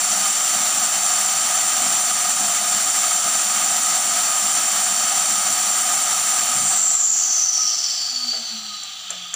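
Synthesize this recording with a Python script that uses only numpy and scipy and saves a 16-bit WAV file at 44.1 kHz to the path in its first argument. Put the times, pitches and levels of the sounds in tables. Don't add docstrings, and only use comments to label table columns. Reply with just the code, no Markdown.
import sys
import numpy as np
from scipy import signal
from scipy.fft import rfft, irfft
from scipy.io import wavfile
from scipy.ndimage import uniform_filter1d

SR = 44100
rng = np.random.default_rng(int(sys.argv[2]) if len(sys.argv) > 2 else 0)


def wav_record(signal):
    frames = np.transpose(np.atleast_2d(signal))
    bounded = np.clip(frames, -1, 1)
    quanta = np.round(bounded * 32767).astype(np.int16)
    wavfile.write(sys.argv[1], SR, quanta)


N = 412335
TIME = np.arange(N) / SR
FULL_HZ = 608.3


def amp(db):
    return 10 ** (np.asarray(db) / 20)


def spectrum(points, hz):
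    point_hz, db = np.transpose(points)
    return np.interp(np.log(hz + 1), np.log(point_hz + 1), db)


def bells(modes, hz):
    return sum(db / (1 + (2 * (hz - centre_hz) / width_hz) ** 2) for centre_hz, width_hz, db in modes)


def white(size):
    return rng.standard_normal(size) * np.sqrt(SR / 2)


def wander(rate_hz):
    hz = np.fft.rfftfreq(N, 1 / SR)
    drift = irfft(rfft(rng.standard_normal(N)) / (1 + (hz / rate_hz) ** 2), N)
    return drift / drift.std()


def speed(t):
    off_s = 6.516
    air_drag_s = 1.3803
    bearing_s = 13.51
    slowing = np.expm1(np.maximum(t - off_s, 0) / bearing_s)
    return 1 / (1 + slowing * (1 + bearing_s / air_drag_s))


def rush_db(t, full_speed_db=1.0, db_per_octave=12):
    return full_speed_db + db_per_octave * np.log2(speed(t))


def rush(flutter_db=1.0):
    _, t, noise = signal.stft(white(N), SR, nperseg=1024, noverlap=768)
    _, air = signal.istft(noise * amp(rush_db(t)), SR, nperseg=1024, noverlap=768)
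    return air[:N] * amp(flutter_db * wander(23))


def whistle(glide=0.8, flutter_db=0.35, coasting_flutter_db=1.0, rolloff_db=10):
    # frequency in Hz, relative level in dB.
    whistle_shape = [(1500, -60), (3000.0, -8), (6000.0, 2), (7500.0, 8), (8300.0, 10), (9000.0, 15.5),
                     (9700.0, 18), (10500.0, 9.5), (12000.0, 1.5), (16000.0, -5)]
    # centre in Hz, width in Hz, gain in dB.
    cavities = [(1960, 1200, -6), (3380, 250, 1.5), (3745, 380, -10.5), (4374, 190, -8.5), (4550, 180, 6),
                (4880, 160, -6), (10800, 3800, -1.5), (14900, 800, 9)]
    level_db, holds_to_speed, fade_db_per_octave = -3, 0.47, 11.5

    hz, t, noise = signal.stft(white(N), SR, nperseg=1024, noverlap=768)
    full_speed_hz = hz[:, None] / speed(t) ** glide
    octaves_above = np.log2(np.maximum(full_speed_hz / whistle_shape[-1][0], 1))
    shape_db = spectrum(whistle_shape, full_speed_hz) - rolloff_db * octaves_above
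    fade_db = fade_db_per_octave * np.minimum(np.log2(speed(t) / holds_to_speed), 0)
    db = level_db + fade_db + shape_db + bells(cavities, hz)[:, None]
    _, air = signal.istft(noise * amp(db), SR, nperseg=1024, noverlap=768)
    depth_db = np.interp(speed(TIME), [.75, 1], [coasting_flutter_db, flutter_db])
    return air[:N] * amp(depth_db * wander(40))


def motor():
    # multiple of the shaft rate,
    # relative level at half speed in dB, rise in dB per doubling of speed.
    shaft_tones = [(4, 7, 6), (5, 1, 8), (6, 7, 8), (7, 3, 8), (9, 5, 22), (22, 12, 4), (27, 18, 6),
                   (36, 13, 12), (45, 9, 10), (54, 6, 8), (66, 4, 6)]
    # centre in Hz, width in Hz, gain in dB.
    panels = [(760, 250, -8), (1245, 55, 11), (4000, 250, 8), (6500, 800, 7), (8400, 500, 4),
              (11000, 1800, 7), (13900, 500, 4)]

    coasting = np.clip(4 * (1 - speed(TIME)), 0, 1)
    unevenness = (.0002 + .002 * coasting) * wander(20)
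    shaft_hz = FULL_HZ * speed(TIME) * (1 + unevenness)
    angle = 2 * np.pi * np.cumsum(shaft_hz) / SR
    octaves = np.log2(2 * speed(TIME))
    waver = wander(21)
    waver_db = 1.5 + 1.5 * coasting
    out = np.zeros(N)
    for order, db, slope_db in shaft_tones:
        hz = order * shaft_hz
        own_waver_db = waver_db * np.roll(waver, rng.integers(N))
        level_db = db + slope_db * octaves + bells(panels, hz) + own_waver_db
        out += amp(level_db) * np.sin(order * angle) * (hz < SR / 2)
    return np.sqrt(2) * out


def hum():
    # centre in Hz, width in Hz, peak level in dB before the nulls.
    hum_modes = [(181, 16, -52.5), (212, 20, -48.5), (221, 7, -41), (232, 6, -43.5), (243, 11, -42),
                 (254, 15, -52.5), (300, 50, -63), (422, 140, -58), (590, 130, -53)]
    # centre in Hz, width in Hz, gain in dB.
    hum_nulls = [(203, 8, -9), (227, 3, -14), (237.5, 2.5, -11)]

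    hz = FULL_HZ * speed(TIME)
    gain = sum(amp(db) / (1 + (2 * (hz - centre_hz) / width_hz) ** 2) ** 2
               for centre_hz, width_hz, db in hum_modes)
    gain = gain * amp(bells(hum_nulls, hz))
    return np.sqrt(2) * gain * np.sin(2 * np.pi * np.cumsum(hz) / SR)


def buffeting(db=-2):
    band = signal.butter(2, [70, 340], "band", fs=SR, output="sos")
    low = signal.sosfilt(band, white(N))
    gusts_db = 4 * wander(9)
    return low * amp(db + gusts_db + rush_db(TIME)) * speed(TIME)


def add(mix, start_s, sound):
    part = mix[round(start_s * SR):][:len(sound)]
    part += sound[:len(part)]


def burst(low_hz, high_hz, rise, decay):
    t = TIME[:SR // 2]
    band = signal.butter(2, [low_hz, high_hz], "band", fs=SR, output="sos")
    puff = white(len(t)) * (1 - np.exp(-t / rise)) * np.exp(-t / decay)
    return signal.sosfilt(band, puff)


def footsteps():
    # time of the slap in seconds, then relative levels in dB of heel thud, sole slap and scuff.
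    steps = [(8.335, 12, -20, -6), (8.834, -12, 3, -16), (9.104, 6, 12.5, -2), (9.340, 2, 15, 0)]
    out = np.zeros(N)
    for s, thud_db, slap_db, scuff_db in steps:
        add(out, s - .006, amp(thud_db) * burst(low_hz=407, high_hz=580, rise=.003, decay=0.047))
        add(out, s - .006, amp(scuff_db) * burst(low_hz=1290, high_hz=2640, rise=0.00046, decay=0.027))
        add(out, s, amp(slap_db) * burst(low_hz=5800, high_hz=11000, rise=.0002, decay=.0028))
        add(out, s, amp(scuff_db) * burst(low_hz=2540, high_hz=5500, rise=0.027, decay=0.11))
    return out


def bumps():
    # start in seconds, relative level in dB.
    knocks = [(6.545, 24), (6.599, 23), (6.68, 15), (7.26, 3)]
    out = np.zeros(N)
    for s, db in knocks:
        add(out, s, amp(db) * burst(low_hz=35, high_hz=146, rise=0.01, decay=0.045))
    return out


def room_tone():
    # frequency in Hz, level in dB per Hz.
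    quiet_room = [(20, -107), (60, -92.5), (150, -85.5), (400, -99), (2000, -108), (15000, -125)]
    hz = np.fft.rfftfreq(N, 1 / SR)
    return irfft(rfft(white(N)) * amp(spectrum(quiet_room, hz)), N)


def reflect(x, t60, wet_db):
    t = TIME[:SR // 2]
    tail = rng.standard_normal(len(t)) * amp(-60 * t / t60) * (t > .003)
    tail *= amp(wet_db) / np.linalg.norm(tail)
    return (x + signal.fftconvolve(x, tail)[:N]) / np.sqrt(1 + amp(wet_db) ** 2)


def coloured(x, size=16384):
    # frequency in Hz, gain in dB before the resonances.
    path_colour = [(25.0, -91), (55.0, -102.5), (100.0, -87), (200.0, -76), (480.0, -83.5), (680.0, -66),
                   (1000.0, -72.5), (1600.0, -66), (4000.0, -68), (8200.0, -75), (11500.0, -85),
                   (14000.0, -83.5), (14700.0, -71), (15500.0, -70.5)]
    # centre in Hz, width in Hz, gain in dB.
    path_resonances = [(102.0, 10.0, 4.0), (143.0, 20.0, 7.0), (200.0, 18.0, 8.1), (308.0, 70.0, 7.4),
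                       (774.0, 209.0, 10.0), (1258.0, 178.0, 14.8), (2288.0, 76.0, -4.7),
                       (3100.0, 255.0, 3.0), (4503.0, 180.0, 9.0), (4932.0, 131.0, -1.2),
                       (5564.0, 75.0, 5.6), (5896.0, 533.0, 10.1), (6133.0, 294.0, 8.1),
                       (6727.0, 72.0, 3.8), (6877.0, 174.0, 12.2), (7136.0, 248.0, 12.3),
                       (7235.0, 50.0, 5.6), (7346.0, 150.0, 13.1), (7501.0, 129.0, 15.3),
                       (7615.0, 73.0, 9.1), (7784.0, 106.0, 11.3), (8664.0, 71.0, 11.9),
                       (8758.0, 61.0, 11.4), (8916.0, 186.0, 7.7), (9094.0, 116.0, 11.1),
                       (9690.0, 58.0, 6.4), (10141.0, 92.0, 9.4), (10949.0, 153.0, 6.2),
                       (12046.0, 74.0, 11.1), (13126.0, 91.0, 8.7), (14259.0, 139.0, 8.6)]

    hz = np.fft.rfftfreq(size, 1 / SR)
    db = spectrum(path_colour, hz) + bells(path_resonances, hz)
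    log_gain = np.log(amp(np.r_[db, db[-2:0:-1]]))
    response = np.exp(np.conj(signal.hilbert(log_gain)))
    ring = irfft(response[:len(hz)])
    return signal.fftconvolve(x, ring[:size // 4])[:N]


def limited(x):
    threshold_db, ratio, recover_db_per_s = -17.0, 4.2, 30
    power = uniform_filter1d((x ** 2).mean(0), size=600)
    power_db = 10 * np.log10(abs(power) + 1e-12)
    recovery = recover_db_per_s * TIME
    held_db = np.maximum.accumulate(power_db + recovery) - recovery
    over_db = np.maximum(held_db - threshold_db, 0)
    return x * amp(-(1 - 1 / ratio) * uniform_filter1d(over_db, size=300))


def scene():
    air = reflect(rush() + whistle() + buffeting(), t60=.12, wet_db=-9.5)
    tones = reflect(motor(), t60=.4, wet_db=-6)
    walker_and_bumps = reflect(footsteps() + bumps(), t60=0.37, wet_db=-14.0)
    mono = coloured(air + tones + walker_and_bumps) + hum() + room_tone()
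    return np.tile(mono, (2, 1))


def record(dry):
    low_pass = signal.firwin(1023, 15530, window=("kaiser", 9), fs=SR)
    return signal.oaconvolve(limited(dry), low_pass[None], "same", axes=1)


dry = scene()
out = record(dry)
wav_record(out)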